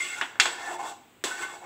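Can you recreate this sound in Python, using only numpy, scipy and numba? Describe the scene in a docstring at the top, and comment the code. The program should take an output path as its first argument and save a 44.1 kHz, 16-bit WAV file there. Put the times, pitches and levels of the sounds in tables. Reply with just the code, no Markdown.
"""Over a faint noise floor a perforated steel ladle is dragged on the bottom of a pan of thin gravy.
Four knocks fall between 0.2 and 0.5 s as the drag goes on; it fades out near 1 s, then a knock at 1.24 s
starts it again. Grit (random impulses) and knocks (click plus rattle) push the same damped modes of pan
and ladle and a dense field of small modes; a small hard kitchen answers with a noise tail."""
import sys
import numpy as np
from scipy import signal
from scipy.fft import rfft, irfft
from scipy.io import wavfile
from scipy.ndimage import uniform_filter1d
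from numba import njit

SR = 44100
rng = np.random.default_rng(int(sys.argv[2]) if len(sys.argv) > 2 else 0)


def inscribe(sig):
    """Save sig as 16-bit PCM at rate SR to the path in sys.argv[1].

    A 1-D sig is mono; a 2-D sig holds one channel per row.
    Samples are clipped to [-1, 1] before scaling.
    """
    pcm = np.round(np.clip(np.atleast_2d(sig).T, -1, 1) * 32767)
    wavfile.write(sys.argv[1], SR, pcm.astype(np.int16))


N = 72765

# spectrum of the countless small modes between the main ones: hz, level_db_per_hz
DENSE_SPECTRUM = [(100, -18), (200, -17), (360, -6.5), (520, -5), (800, -1.5), (1600, -6), (3500, -0.5),
                  (4500, -10.5), (6000, -8.5), (7300, -1), (9000, -14), (11500, -25.5), (13000, -24.5),
                  (15500, -21)]
THUMP_HZ = 343  # pan bottom: thump of the knocks, rumble of the drag


def undb(db):
    """Amplitude ratio of a level in dB."""
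    return 10 ** (np.asarray(db) / 20)


def unit(x):
    """Scale to RMS 1."""
    return x / np.sqrt(np.mean(x ** 2))


def read(table, hz):
    """Value of a (hz, value) table, interpolated on a log-frequency axis."""
    table_hz, values = np.array(table, float).T
    return np.interp(np.log(np.maximum(hz, 1)), np.log(table_hz), values)


def shape(x, gain):
    """Filter by a gain given as a function of frequency."""
    return irfft(rfft(x) * gain(np.fft.rfftfreq(len(x), 1 / SR)), len(x))


def tail(t60_table, size):
    """Noise whose half-octave bands each die at their own rate; energy 1."""
    t = np.arange(size) / SR
    noise = rng.standard_normal(size)
    out = 0
    for centre_hz in 60 * 2 ** np.arange(0, 8.6, .5):
        def band_gain(f):
            octaves_off = np.log2(np.maximum(f, 1) / centre_hz)
            return np.cos(np.pi * np.clip(octaves_off, -.5, .5)) ** 2
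        t60_s = read(t60_table, centre_hz)
        # root of the T60: a long ring gains no energy
        out = out + shape(noise, band_gain) * undb(-60 * t / t60_s) / np.sqrt(t60_s)
    return out / np.sqrt(np.sum(out ** 2))


def walk(rate_per_s):
    """Random levels, each held for 1 / rate and slewed to the next; RMS 1."""
    hold = int(SR / rate_per_s)
    steps = np.repeat(rng.standard_normal(N // 20), hold)[:N]
    return unit(uniform_filter1d(steps, hold))


@njit
def svf(x, hz, k):
    """State-variable band-pass with a moving centre and relative width k."""
    y, band_state, low_state = np.empty(len(x)), 0., 0.
    for i in range(len(x)):
        g = np.tan(np.pi * hz[i] / SR)
        v = (band_state + g * (x[i] - low_state)) / (1 + g * (g + k))
        band_state = 2 * v - band_state
        low_state = low_state + 2 * g * v
        y[i] = k * v
    return y


def floor():
    """Faint steady noise with a fixed spectrum, nothing below 20 Hz."""
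    # hz, relative_level_db
    floor_spectrum = [(15, -44), (25, -25), (96, -4.5), (125, -2.5), (183, -7), (252, 0), (304, -3.5),
                      (521, -8), (2680, -13), (3240, -14), (5700, -29), (7870, -15.5), (10600, -38),
                      (15400, -20)]
    level_db = -58
    noise = shape(rng.standard_normal(N), lambda f: undb(read(floor_spectrum, f)) * (f > 20))
    return unit(noise) * undb(level_db)


def drag():
    """Dense grit under a juddering edge: a grinding band that follows the stroke and a bright hiss."""
    # course of the stroke: time_s, grind_db, grind_hz, hiss_db
    stroke = np.array([(0, -43.5, 1860, -41.5), (0.019, -50.5, 1898, -40), (0.119, -52.5, 1850, -46),
                       (0.202, -49.5, 1210, -46), (.26, -57.5, 1390, -52), (0.391, -62, 930, -75),
                       (.41, -42, 1550, -33.5), (0.502, -48, 1180, -45), (.57, -50.5, 1040, -53),
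                       (.66, -47.5, 990, -47.5), (0.718, -41.5, 896, -47), (.75, -49.5, 860, -49),
                       (0.776, -56.5, 775, -61.5), (0.796, -46, 840, -49.5), (.84, -42.5, 840, -48.5),
                       (0.901, -53, 784, -46.5), (0.929, -54.5, 845, -55), (.98, -108, 794, -68),
                       (1.02, -113, 810, -107), (1.236, -96, 1186, -91), (1.245, -43.5, 1030, -33.5),
                       (1.3, -47.5, 1260, -42), (1.37, -50.5, 1390, -48.5), (1.43, -45.5, 1300, -42.5),
                       (1.48, -54, 1390, -53), (1.538, -50.5, 820, -52), (1.598, -61.5, 855, -61.5),
                       (1.65, -51.5, 670, -61)], float).T
    grit_per_s, grit_spread_db = 6000, 2
    judder_db, judder_per_s = 1.5, 70
    grind_width, hiss_hz = 0.78, 2700
    rumble_db = -23.5  # relative to the grinding

    t = np.arange(N) / SR
    grind_db, grind_hz, hiss_db = (np.interp(t, stroke[0], column) for column in stroke[1:])

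    hits = rng.random(N) < grit_per_s / SR
    grain_db = grit_spread_db * np.minimum(rng.exponential(size=N), 2)
    grit = unit(rng.standard_normal(N) * hits * undb(grain_db))
    grit = grit * undb(judder_db * walk(judder_per_s))

    # sqrt(SR / 2 / centre) offsets the level lost in a narrower band
    grind = svf(svf(grit, grind_hz, 1. * grind_width), grind_hz, 2. * grind_width)
    grind = grind * np.sqrt(SR / 2 / grind_hz)
    hiss = shape(grit + rng.standard_normal(N), lambda f: f ** 4 / (f ** 4 + hiss_hz ** 4))
    # pan bottom, driven by shifted grit so that it is not in step with the grind
    rumble = unit(svf(np.roll(grit, N // 3), np.full(N, 1. * THUMP_HZ), 0.53))
    rumble = rumble * np.sqrt(SR / 2 / THUMP_HZ)
    return (grind + undb(rumble_db) * rumble) * undb(grind_db) + hiss * undb(hiss_db)


def favour(hz):
    """Extra coupling (dB) of the rubbing into one mode while the place of contact favours it."""
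    # mode favoured in each stretch: mode_hz
    singing_hz = [2108, 1445, 815, 1130, 1770, 1340, 895, 686, 1512, 1888, 1130, 358, 815]
    # the stretches: start_s, end_s, boost_db
    singing = [(0, 0.148, 8.3), (0.03, 0.192, 14), (0.06, 0.237, 12.6), (0, 0.123, 12.4),
               (0.504, 0.765, 9.6), (0.562, 0.69, 2.6), (0.667, .9, 4.4), (0.716, 0.94, 3.6),
               (1.3, 1.504, 9), (1.36, 1.47, 9.2), (1.39, 1.51, 10.2), (1.52, 1.56, 1.8),
               (1.604, 1.65, 5.2)]
    ramp_s = 0.022
    t = np.arange(N) / SR
    total_db = 0
    for mode_hz, (start_s, end_s, boost_db) in zip(singing_hz, singing):
        if mode_hz == hz:
            inside_s = np.minimum(t - start_s, end_s - t)
            total_db = total_db + boost_db * np.clip(inside_s / ramp_s + 1, 0, 1)
    return total_db


def ring(force, rubbed):
    """Two-pole modes of pan and ladle; under rubbing each couples unevenly as the contact moves."""
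    # gravy-damped pan modes: mode_hz
    pan_hz = [358, 455, 686, 815, 895, 1020, 1130, 1340, 1445, 1512, 1610, 1770, 1888, 2108]
    # the same modes: level_db, t60_s
    pan = [(-9.5, 0.45), (-2, 0.096), (7, 0.067), (1, 0.11), (-2.5, 0.22), (4, 0.033), (3.5, 0.05),
           (3, 0.033), (1, 0.04), (1.5, .15), (2, 0.04), (8, 0.035), (-13, 0.35), (10, 0.06)]
    # ladle modes: mode_hz
    ladle_hz = [2200, 2520, 2720, 2910, 3230, 3425, 3548, 3917, 4500, 5114, 5850, 6400, 7142, 7800]
    # the same modes: level_db (before ladle_db), t60_s
    ladle = [(13.5, 0.05), (9.5, 0.033), (17.5, 0.033), (7, 0.14), (-16, 0.16), (17.5, 0.037), (-70, .12),
             (9, 0.082), (11, 0.027), (5, 0.042), (8, 0.033), (-43, .06), (-4, 0.06), (19.5, 0.027)]
    ladle_db, flicker_db, flicker_per_s = -4, 3, 25.495

    modes = pan + [(db + ladle_db, t60_s) for db, t60_s in ladle]
    out, energy = 0, 0
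    for hz, (db, t60_s) in zip(pan_hz + ladle_hz, modes):
        radius = undb(-60 / (t60_s * SR))
        w = 2 * np.pi * hz / SR
        push = force * rng.choice([-1, 1])
        if rubbed:
            push = push * undb(flicker_db * walk(flicker_per_s) + favour(hz))
        b = [undb(db) / 2, 0, -undb(db) / 2]
        a = [1, -2 * radius * np.cos(w), radius * radius]
        out = out + signal.lfilter(b, a, push)
        energy += undb(db) ** 2 / (2 - 2 * radius * radius)
    return out / np.sqrt(energy)


def smooth(x, db):
    """Rubbing stirs ever other small modes, which blur into their mean colour."""
    gain = undb(read(DENSE_SPECTRUM, np.fft.rfftfreq(len(x), 1 / SR)))
    return irfft(rfft(x) * gain, len(x)) * undb(db) / np.sqrt(np.mean(gain ** 2))


def room():
    """Small hard kitchen: a short gap, then a noise tail."""
    # decay: hz, t60_s
    room_t60 = [(200, 1), (1500, 0.45), (6000, 0.62), (14000, 0.067)]
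    gap_s, level_db = .003, -11
    response = np.r_[np.zeros(int(gap_s * SR)), tail(room_t60, size=24000)]
    return undb(level_db) * response


def dense(db):
    """Response of the many small modes, redrawn per knock: it differs with the place of contact."""
    # decay: hz, t60_s
    dense_t60 = [(200, 0.14), (1000, 0.2), (3500, 0.14), (10000, 0.023)]
    h = shape(tail(dense_t60, size=8192), lambda f: undb(read(DENSE_SPECTRUM, f)))
    h = h * np.hanning(16384)[8192:]
    return h * undb(db) / np.sqrt(np.sum(h ** 2))


def snap():
    """First flex of the thin steel: a few quick cycles at the start of a knock, together with the ringing."""
    snap_db, snap_hz, snap_t60_s = 0, 1633, 0.0046
    t = np.arange(8192) / SR
    attack = np.minimum(t * snap_hz, 1)
    h = np.sin(2 * np.pi * snap_hz * t) * undb(-60 * t / snap_t60_s) * attack
    return h * undb(snap_db) / np.sqrt(np.sum(h ** 2))


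def knocks():
    """A click and a short rattle, coloured by how hard the contact is; the pan bottom thumps."""
    # start_s, level_db, contact_hz, half_width_octaves, thump_db
    knock_table = [(0.2124, -0.5, 1325, 1.06, -1), (.356, -22, 1270, 0.34, 11),
                   (0.3989, 7.5, 2700, 1.51, -3.5), (0.456, -1.5, 1310, 1.64, 1.5),
                   (1.2392, -7.5, 4500, 2.6, 13.5)]
    rattle_decay_s, rattle_db = 0.001, -8.5
    dense_db = 7

    force, body = np.zeros(N + 2048), np.zeros(N + 12000)
    t = np.arange(2048) / SR
    for start_s, level_db, contact_hz, octaves, thump_db in knock_table:
        rattle = rng.standard_normal(2048) * np.exp(-t / rattle_decay_s)
        push = undb(rattle_db) * rattle / np.sqrt(rattle_decay_s * SR / 2)
        push[0] += 1  # the click
        contact_band = [contact_hz / 2 ** octaves, min(contact_hz * 2 ** octaves, 13000)]
        contact = signal.lfilter(*signal.butter(2, contact_band, "band", fs=SR), push)
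        thump_band = [THUMP_HZ / 1.63, THUMP_HZ * 1.25]
        thump = signal.lfilter(*signal.butter(1, thump_band, "band", fs=SR), push)
        push = undb(level_db) * (contact + thump * undb(thump_db))
        start = int(start_s * SR)
        force[start:][:2048] += push
        body[start:][:10239] += signal.fftconvolve(push, dense(dense_db) + snap())
    return ring(force[:N], False) + body[:N]


def scene():
    """Drag and knocks through the steel, the kitchen's answer and the floor."""
    dense_drag_db = -0.5
    grit = drag()
    near = ring(grit, True) + smooth(grit, dense_drag_db) + knocks()
    answer = signal.fftconvolve(near, room())[:N]
    return (near + answer + floor())[None]


def record(dry):
    """The phone rounds the loudest peak a little and cuts the top."""
    top_hz = 15650
    rounded = 1.6 * np.tanh(dry / 1.6)
    return signal.sosfilt(signal.ellip(10, .2, 75, top_hz, fs=SR, output="sos"), rounded)


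dry = scene()
out = record(dry)
inscribe(out)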